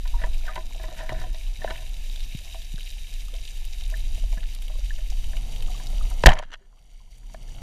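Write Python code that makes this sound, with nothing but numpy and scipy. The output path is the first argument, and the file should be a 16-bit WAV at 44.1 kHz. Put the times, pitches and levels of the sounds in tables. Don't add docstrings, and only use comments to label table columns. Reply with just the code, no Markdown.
import sys
import numpy as np
from scipy import signal
from scipy.fft import rfft, irfft, next_fast_len
from scipy.io import wavfile
from scipy.ndimage import uniform_filter1d, minimum_filter1d

SR = 44100
rng = np.random.default_rng(int(sys.argv[2]) if len(sys.argv) > 2 else 0)


def output_pcm(signal):
    pcm = np.clip(np.atleast_2d(signal).T, -1, 1) * 32767
    wavfile.write(sys.argv[1], SR, np.round(pcm).astype(np.int16))


N = 336036
KNOCK_SAMPLES = 6000

# pitch in Hz, relative level in dB, free ring time (t60) in seconds.
GUN_MODES = [(358, -23, 0.072), (484, -18.5, 0.0073), (646, -6.5, 0.22), (736, -5, 0.1), (944, -13, 0.18),
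             (994, -6, 0.092), (1230, -21.5, 0.011), (1550, 2.5, 0.022), (1770, 4, 0.042),
             (1950, -2, 0.025), (2250, -10, 0.024), (2900, -4.5, 0.035), (3130, -12, 0.061),
             (3920, -12.5, 0.026), (4600, -28, 0.0052), (5950, -26.5, 0.042), (6800, -31.5, 0.014),
             (8500, -33.5, 0.0065), (10500, -35, 0.006), (12980, -31, 0.005)]
GUN_BAND = signal.butter(2, [560, 9000], "band", fs=SR, output="sos")


def from_db(db):
    return 10 ** (np.asarray(db, float) / 20)


def rms_one(x):
    return x / np.sqrt(np.mean(x ** 2) + 1e-20)


def add(out, s, sound):
    at = round(s * SR)
    out[at:at + len(sound)] += sound[:N - at]


def in_time(rows):
    s, *columns = np.transpose(rows)
    return [np.interp(np.arange(N) / SR, s, c) for c in columns]


def coloured(x, spectrum):
    hz, db = np.transpose(spectrum)
    size = 2 * next_fast_len(N // 2 + 1, True)
    log_hz = np.log(np.arange(size // 2 + 1) * SR / size + 1e-3)
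    gain = from_db(np.interp(log_hz, np.log(hz), db, -70, -70))
    cepstrum = irfft(np.log(gain), size)
    cepstrum[1:size // 2] *= 2
    cepstrum[size // 2 + 1:] = 0
    return rms_one(irfft(rfft(x, size) * np.exp(rfft(cepstrum)), size)[:N])


def drift(rate_hz):
    r = np.exp(-80 * np.pi * rate_hz / SR)
    slow = signal.lfilter([1], [1, -2 * r, r * r], rng.standard_normal(N // 40 + 2002))[2000:]
    return np.interp(np.arange(N) / 40, np.arange(len(slow)), rms_one(slow))


def grains(per_s, spread_db):
    sizes = from_db(spread_db * np.minimum(rng.exponential(1, N), 4))
    signs = np.sign(rng.standard_normal(N))
    return rms_one(sizes * signs * (rng.random(N) < per_s / SR))


def ring(clicks, hz, t60):
    r, w = from_db(-60 / (t60 * SR)), 2 * np.pi * hz / SR
    return signal.lfilter([0, np.sin(w)], [1, -2 * r * np.cos(w), r * r], clicks + 1e-18)


def through_wall(x):
    # centre in Hz, width in Hz, depth in dB.
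    dips = [(1950, 120, -12), (3390, 150, -14), (4250, 350, -7), (5150, 250, -7), (5580, 160, -8),
            (6400, 400, -6), (7900, 500, -5)]
    for hz, width_hz, db in dips:
        x = x - (1 - from_db(db)) * signal.lfilter(*signal.iirpeak(hz, hz / width_hz, SR), x)
    return x


def knocks(rows, chatter_ms):
    out, age = np.zeros(N), np.arange(KNOCK_SAMPLES) / SR
    hz, mode_db, t60 = np.transpose(GUN_MODES)[:, :, None]
    for s, peak_db, db_per_octave, ring_share, centre_hz in rows:
        strength, detune = rng.standard_normal((2, len(hz), 1))
        colour_db = db_per_octave * np.log2(hz / 1000) + 3 * strength
        if centre_hz:
            colour_db -= 22 * np.log2(hz / centre_hz) ** 2
        fading = from_db(mode_db + colour_db - 60 * age / (t60 * ring_share))
        modes = np.sum(np.sin(2 * np.pi * hz * (1 + .015 * detune) * age) * fading, axis=0)
        touch = rng.standard_normal(KNOCK_SAMPLES)
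        chatter = touch * np.abs(touch) * age ** .3 * np.exp(-2000 * age / chatter_ms)
        knock = signal.sosfilt(GUN_BAND, signal.fftconvolve(chatter, modes)[:KNOCK_SAMPLES])
        add(out, s, from_db(peak_db) * knock / np.abs(knock).max())
    return out


def struck(rows, rise_cycles, rough):
    out, age = np.zeros(N), np.arange(SR) / SR
    for s, db, hz, t60 in rows:
        rise = 1 - np.exp(-age * hz / rise_cycles)
        flutter = 1 + rough * rms_one(uniform_filter1d(rng.standard_normal(SR), size=110))
        add(out, s, rise * flutter * from_db(db - 60 * age / t60) * np.sin(2 * np.pi * hz * age))
    return out


def scrape(rows, contacts, attack_s, release_s, ring_share=1):
    ringing, bare = np.zeros(N), np.zeros(N)
    for s, length_s, level_db, db_per_octave in rows:
        stroke = contacts[round(s * SR):round((s + length_s) * SR) + 2 * KNOCK_SAMPLES]
        age = np.arange(len(stroke)) / SR
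        swell = np.minimum(age / attack_s, 1) * np.exp(-np.maximum(age - length_s, 0) / release_s)
        stroke = stroke * from_db(level_db) * swell
        add(bare, s, stroke)
        for hz, db, t60 in GUN_MODES:
            gain = from_db(db + db_per_octave * np.log2(hz / 1000))
            add(ringing, s, gain * ring(stroke, hz, ring_share * t60))
    return signal.sosfilt(GUN_BAND, signal.sosfilt(GUN_BAND, ringing)), bare


def water_flow():
    # time in seconds, rumble in dB, wash in dB, extra bass of the wash in dB.
    flow = [(0.0, -26, -61.5, -21), (0.15, -21, -53, -2), (0.5, -24.5, -57, -4), (1.03, -35, -55, 4),
            (1.17, -21, -59.5, 1.5), (1.42, -30.5, -52, -5), (2.2, -25.5, -58.5, 4.5),
            (2.6, -33, -61.5, 3.5), (3.3, -28, -56, 2), (3.5, -30.5, -57, -0.5), (3.9, -24, -52.5, 1),
            (4.18, -23, -51.5, 8), (4.5, -27.5, -54, 1.5), (5.27, -20.5, -51.5, 3.3),
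            (5.55, -27, -46.5, 4.5), (5.68, -21, -45.5, 2), (5.82, -32.5, -50.5, 4.5),
            (6.03, -17, -47.5, -0.5), (6.2, -27.5, -46.5, -1), (6.75, -24.5, -39, -5.5),
            (7.2, -20.5, -48.5, 7.7), (7.6, -26, -43.5, 5)]
    # frequency in Hz, relative density in dB.
    rumble_spectrum = [(4.7, -41), (8.0, -5.5), (22, 3.5), (34, 5.5), (45, -11), (70, -18), (130, -55),
                       (170, -71.5), (290, -120)]
    wash_spectrum = [(45, -31), (65, -1.5), (100, 0), (253, -12), (329, -17), (412, -20.5), (472, -15.5),
                     (541, -19), (694, -12.5), (932, -19), (1130, -27.5), (1370, -25), (1500, -32.5),
                     (1950, -54), (3300, -120)]
    rumble_db, wash_db, bass_db = in_time(flow)
    sway = coloured(rng.standard_normal(N), rumble_spectrum)
    sway = rms_one(sway / uniform_filter1d(sway ** 2, size=3500) ** .27)
    eddies = coloured(rng.standard_normal(N) * from_db(2.2 * drift(rate_hz=0.82)), wash_spectrum)
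    bass = signal.sosfilt(signal.butter(1, 300, fs=SR, output="sos"), eddies)
    wash = from_db(wash_db) * (eddies + (from_db(bass_db) - 1) * bass)
    rumble = from_db(rumble_db + 1.5 * drift(rate_hz=5)) * sway
    gurgle_db = -63.5 + 0.36 * (wash_db - wash_db.mean())
    return rumble + wash + from_db(gurgle_db) * gurgle()


def gurgle():
    births, which = grains(per_s=90, spread_db=8), rng.integers(0, 10, N)
    pitches = np.geomspace(450, 1400, num=10)
    return rms_one(sum(ring(births * (which == k), hz, 25 / hz) for k, hz in enumerate(pitches)))


def sea_hiss():
    # time in seconds, level in dB, share of the thin colour from 0 to 1.
    hiss = [(0.0, -48, 0), (1.3, -48.5, 0.05), (2.04, -46.5, 0.05), (3.81, -46.5, 0.13),
            (4.35, -48.5, 0.22), (6.1, -46, 0.42), (6.6, -47, .95), (6.8, -42.5, 0.83), (7.6, -44.5, 0.7)]
    # frequency in Hz, relative density in dB.
    full_spectrum = [(710, -59.5), (1200, -30), (1760, -6), (1920, -8.5), (2570, -0.5), (3390, -3),
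                     (3810, 3.5), (4240, -5.5), (6040, -5), (7730, -10.5), (14400, -16), (15500, -25)]
    thin_spectrum = [(710, -25.5), (1200, -21), (1420, -12.5), (1860, -12), (2170, -1.5), (2550, -14),
                     (2930, -1), (3500, -6.5), (4150, -14), (4660, 0.5), (5000, -17.5), (5430, -12),
                     (5920, -2), (6300, -13.5), (6850, -4.5), (7570, -17), (8120, -10), (14500, -22),
                     (15500, -22.5)]
    hiss_db, thin_share = in_time(hiss)
    fizz = rng.standard_normal(N) * from_db(0.84 * drift(rate_hz=30) + drift(rate_hz=6.9))
    fizz += from_db(-5) * crackle(per_s=200 * from_db(5.5 * drift(rate_hz=12)))
    full = through_wall(coloured(fizz, full_spectrum))
    thin = coloured(fizz, thin_spectrum)
    return from_db(hiss_db) * ((1 - thin_share) * full + thin_share * thin)


def crackle(per_s):
    births, which = grains(per_s, spread_db=2.5), rng.integers(0, 7, N)
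    pitches = np.geomspace(2300, 12500, num=7)
    pops = sum(ring(births * (which == k), hz, 11 / hz) * hz ** .65 for k, hz in enumerate(pitches))
    return rms_one(pops)


def glove_knocks():
    # start in seconds, peak in dB, brightness in dB per octave.
    blows = [(0.054, -36, -1), (0.215, -30, -2), (0.237, -21, -9), (0.268, -36, -25), (0.525, -38, 1),
             (0.56, -23.5, -1), (0.575, -28, -11), (0.797, -36, -18), (0.81, -45, 6), (0.838, -31.5, -7),
             (0.882, -34.5, -17), (0.918, -36.5, -14), (0.985, -50, 4), (1.002, -30.5, -15),
             (1.03, -30, -17), (1.092, -20, 0), (1.101, -31.5, 3), (1.119, -24.5, -23), (1.215, -33.5, 9),
             (1.238, -30.5, -18), (1.344, -39, -7), (1.615, -30, -2), (1.643, -31, -3), (1.675, -25.5, -3),
             (1.691, -36, -7), (1.7, -31, -1), (1.705, -20.5, -1.5), (1.72, -33, -18), (2.544, -36, -10.5),
             (2.78, -38, 7), (3.345, -43, -16), (3.923, -38.5, -13), (4.328, -40, -13), (4.372, -37, -1),
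             (4.43, -36, 7), (4.698, -42.5, -24), (4.986, -39, -1), (5.333, -35, -7), (5.799, -38.5, -1),
             (6.108, -38.5, -11), (7.229, -40, 10)]
    ring_share = .7
    return knocks([(*row, ring_share, None) for row in blows], chatter_ms=7)


def snaps():
    # start in seconds, puff level in dB, puff centre in Hz, crack level in dB.
    events = [(0.0774, -33, 3530, -57), (0.234, -49, 2920, -65), (0.3447, -35.5, 2680, -50),
              (0.557, -26.5, 2900, -64), (0.8335, -36, 4000, -48), (1.093, -37, 3160, -54),
              (1.7015, -50, 3000, -66), (1.7628, -35, 3000, -63), (1.779, -35, 2600, -62),
              (1.942, -35, 3800, -56), (2.16, -30.5, 3360, -73), (2.205, -31, 3750, -64),
              (2.23, -36, 3800, -62), (2.389, -33.5, 2740, -62), (2.6181, -32.5, 3420, -62),
              (2.807, -37, 3130, -61), (2.83, -38, 3800, -58), (2.861, -36, 3800, -60),
              (3.1532, -51, 3840, -62), (3.3397, -33.5, 3340, -62), (3.651, -42, 3240, -42.5),
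              (3.809, -33.5, 3150, -60), (3.8375, -33, 3730, -56), (3.9, -38, 2870, -44),
              (3.972, -43, 2840, -44), (4.5491, -33, 3970, -45), (4.6224, -36, 3270, -44),
              (4.682, -37, 3160, -51), (5.102, -31, 5370, -68), (5.242, -34, 3230, -54),
              (5.368, -28, 2840, -49), (5.5617, -34, 3140, -64), (5.624, -30, 3130, -47),
              (5.8695, -30, 4530, -63), (6.101, -48, 3160, -42.5), (6.79, -31, 3060, -52),
              (7.118, -33, 4600, -48), (7.182, -36, 6800, -43.5), (7.338, -29, 6000, -48.5)]
    t60_s, crack_hz = 0.033, 8000
    out, age = np.zeros(N), np.arange(1500) / SR
    for s, db, hz, crack_db in events:
        burst = rng.standard_normal(len(age)) + 8 * (age == 0)
        puff = rms_one(signal.lfilter(*signal.iirpeak(hz, 5, SR), burst)) / 2
        crack = rms_one(signal.lfilter(*signal.iirpeak(crack_hz, 1.3, SR), burst))
        add(out, s, (from_db(db) * puff + from_db(crack_db) * crack) * from_db(-60 * age / t60_s))
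    return through_wall(out)


def pings():
    # start in seconds, level in dB, pitch in Hz, t60 in seconds.
    tones = [(0.138, -25.5, 946, 0.084), (0.481, -15.5, 1540, 0.016), (0.488, -27, 1230, 0.065),
             (1.646, 1.5, 646, 0.013), (3.94, -22, 1770, 0.024), (4.376, -32.5, 1720, 0.041),
             (4.906, -19.5, 1740, 0.021), (5.695, -34.5, 736, 0.091), (5.748, -27.5, 1150, 0.018),
             (5.8, -34, 990, 0.042), (6.01, -25, 1230, 0.02), (6.112, -36, 1270, 0.026),
             (6.5, -12, 281, 0.043), (6.605, -25, 391, 0.15), (6.727, -22, 1030, 0.034),
             (6.771, -27, 1200, 0.029), (7.001, -28.5, 1020, 0.045), (7.074, -33, 992, 0.042),
             (7.236, -36.5, 982, 0.041), (7.485, -33.5, 1750, 0.023)]
    return struck(tones, rise_cycles=5, rough=.3)


def glove_rubs():
    # start and length in seconds, drive to the gun in dB, brightness in dB per octave,
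    # drive to the housing's air in dB.
    rubs = [(0.172, 0.032, -69.5, -0.5, -97), (0.445, 0.044, -65, -4, -96), (0.555, 0.033, -79, -6, -70),
            (0.813, 0.19, -83, 5, -107), (0.965, 0.057, -66.5, -5, -99), (1.081, 0.13, -68, -5.5, -65),
            (1.2, 0.028, -90, -13, -76), (1.583, 0.21, -72, -8, -74), (2.43, 0.026, -83, -21, -102),
            (6.57, 0.052, -73.5, 5.5, -85)]
    slips = grains(per_s=900, spread_db=3.5)
    attack_s, release_s = 0.028, 0.05
    rubbing, _ = scrape([row[:4] for row in rubs], slips, attack_s, release_s, ring_share=0.53)
    air_strokes = [(s, length_s, air_db, 0) for s, length_s, _, _, air_db in rubs]
    _, push = scrape(air_strokes, slips, attack_s, release_s)
    # pitch in Hz, relative level in dB, t60 in seconds.
    air_modes = [(121, 0, 0.14), (210.6, -9.5, 0.21), (235, -21, 0.078), (333, -15, 0.16)]
    return rubbing + sum(from_db(db) * ring(push, hz, t60) for hz, db, t60 in air_modes)


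def housing_thuds():
    # start in seconds, level in dB.
    thuds = [(0.218, -28), (0.237, -24.5), (0.56, -31), (1.095, -33), (1.118, -27), (1.591, -29),
             (1.705, -67), (2.349, -14), (2.741, -19.5), (4.374, -22.5), (6.01, -50), (6.241, -10),
             (7.232, -31), (7.344, -21)]
    hz, t60_s = 126, 0.026
    return struck([(s, db, hz, t60_s) for s, db in thuds], rise_cycles=0.22, rough=0.055)


def clacks():
    # start in seconds, peak in dB, share of the free ring time, centre in Hz.
    hits = [(1.758, -34, 0.37, 1770), (6.236, -15, 0.13, 4500), (6.238, -6, 0.1, 920),
            (6.239, -11.5, .2, 2500), (6.282, -21, .3, 3000), (6.288, -5, .4, 1600),
            (6.291, -1.5, 0.4, 4330), (6.292, -17, .5, 11000), (6.302, -22, .5, 10000),
            (6.297, -10, .4, 1600), (6.301, -10, .3, 3000), (6.307, -5, 0.19, 700), (6.318, -6, 0.34, 2300),
            (6.32, -0.5, 0.2, 1000), (6.332, -9, 0.22, 3000), (6.332, -5, 0.47, 1390),
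            (6.331, -30, 0.36, 11000), (6.335, -16, .12, 6500), (6.336, -12, 0.46, 10100),
            (6.344, -26, .3, 11000), (6.345, -11, .2, 800), (6.354, -18, .25, 3000),
            (6.365, -15, .25, 2900), (6.369, -7, .4, 1400), (6.374, -24, 0.44, 8000),
            (6.376, -10, 0.34, 1800), (6.39, -9, 0.6, 10000), (6.386, -6, 0.69, 4040),
            (6.39, -13, .4, 2250), (6.389, -2.5, 0.18, 6140), (6.39, -10, 0.18, 900),
            (6.396, -8, 0.27, 2200), (6.397, 0, 0.13, 800), (6.424, -19, .3, 7000), (6.424, -13, .4, 2100),
            (6.427, -4, 0.24, 980), (6.435, -7, .4, 2300), (6.435, -29, 0.44, 7000),
            (6.442, -21, 0.35, 2400), (6.503, -18, 0.66, 1700), (6.506, -20, 0.32, 5950),
            (6.518, -15, .3, 5950), (6.518, -16, .3, 2500), (6.524, -10, .5, 1800), (6.528, -18, .3, 5950),
            (6.528, -15, .5, 2000), (6.531, -4, .4, 3000), (6.5363, -13, .5, 8500), (6.543, -24, .25, 5950),
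            (6.5387, -1, 0.54, 3130), (6.541, -2, 0.74, 1820), (6.54, -14, .6, 1020),
            (6.544, -3, 0.25, 3000), (6.555, -13, .4, 3000), (7.298, -29.5, 0.18, 1310),
            (7.344, -20.5, 0.18, 760), (7.346, -23, .5, 2250), (7.346, -24, 0.2, 358)]
    return knocks([(s, db, 0, ring_share, hz) for s, db, ring_share, hz in hits], chatter_ms=2)


def recoil():
    # start in seconds, level in dB, pitch in Hz, t60 in seconds.
    swings = [(6.2594, 7, 1830, .035), (6.2692, 4, 1750, .011), (6.282, -4, 730, .08),
              (6.285, -7, 810, .08), (6.2595, 3, 860, .04), (6.262, -5, 100, .25), (6.27, -12, 175, .25),
              (6.2608, 18, 46, .09), (6.287, 4.5, 19, .8)]
    return struck(swings, rise_cycles=.03, rough=.06)


def shot():
    # start and length in seconds, drive in dB, brightness in dB per octave.
    tears = [(6.2602, 0.0027, -21, 3.5), (6.263, 0.0012, -23.5, 12.5), (6.268, 0.002, -22, -1.5),
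             (6.279, 0.025, -37, -5), (6.305, 0.033, -31.5, -10), (6.35, 0.055, -38, -11),
             (6.41, 0.041, -58, 9), (6.46, 0.048, -63, 5.5), (6.515, 0.034, -50, 5.5)]
    contacts = grains(per_s=2500, spread_db=3)
    tearing, rush = scrape(tears, contacts, attack_s=.001, release_s=.003, ring_share=0.2)
    churn = signal.sosfilt(signal.butter(2, [100, 600], "band", fs=SR, output="sos"), rush)
    return through_wall(tearing) + from_db(19) * churn


def scene():
    water = water_flow() + sea_hiss() + snaps()
    gun = glove_rubs() + shot() + glove_knocks() + clacks() + housing_thuds()
    return (water + gun + pings() + recoil())[None]


def record(dry):
    threshold_db, cut_per_db_over, range_db = -6.5, 5, 25.5
    hold_s, release_db_per_s, lag_s = 0.17, 20, .036
    ceiling, cutoff_hz = .89, 16300
    level_db = 20 * np.log10(np.abs(dry[0]) + 1e-9)
    wanted_db = np.clip(cut_per_db_over * (level_db - threshold_db), 0, range_db)
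    hold = round(hold_s * SR)
    held_db = -minimum_filter1d(-wanted_db, hold | 1, origin=hold // 2)
    fall_db = release_db_per_s * np.arange(N) / SR
    cut_db = np.maximum.accumulate(held_db + fall_db) - fall_db
    r = np.exp(-1 / (lag_s * SR))
    ducked = dry * from_db(-signal.lfilter([(1 - r) ** 2], [1, -2 * r, r * r], cut_db))
    clipped = ducked / (1 + np.abs(ducked / ceiling) ** 4) ** (1 / 4)
    return signal.sosfilt(signal.cheby2(12, 80, cutoff_hz, fs=SR, output="sos"), clipped)


dry = scene()
out = record(dry)
output_pcm(out)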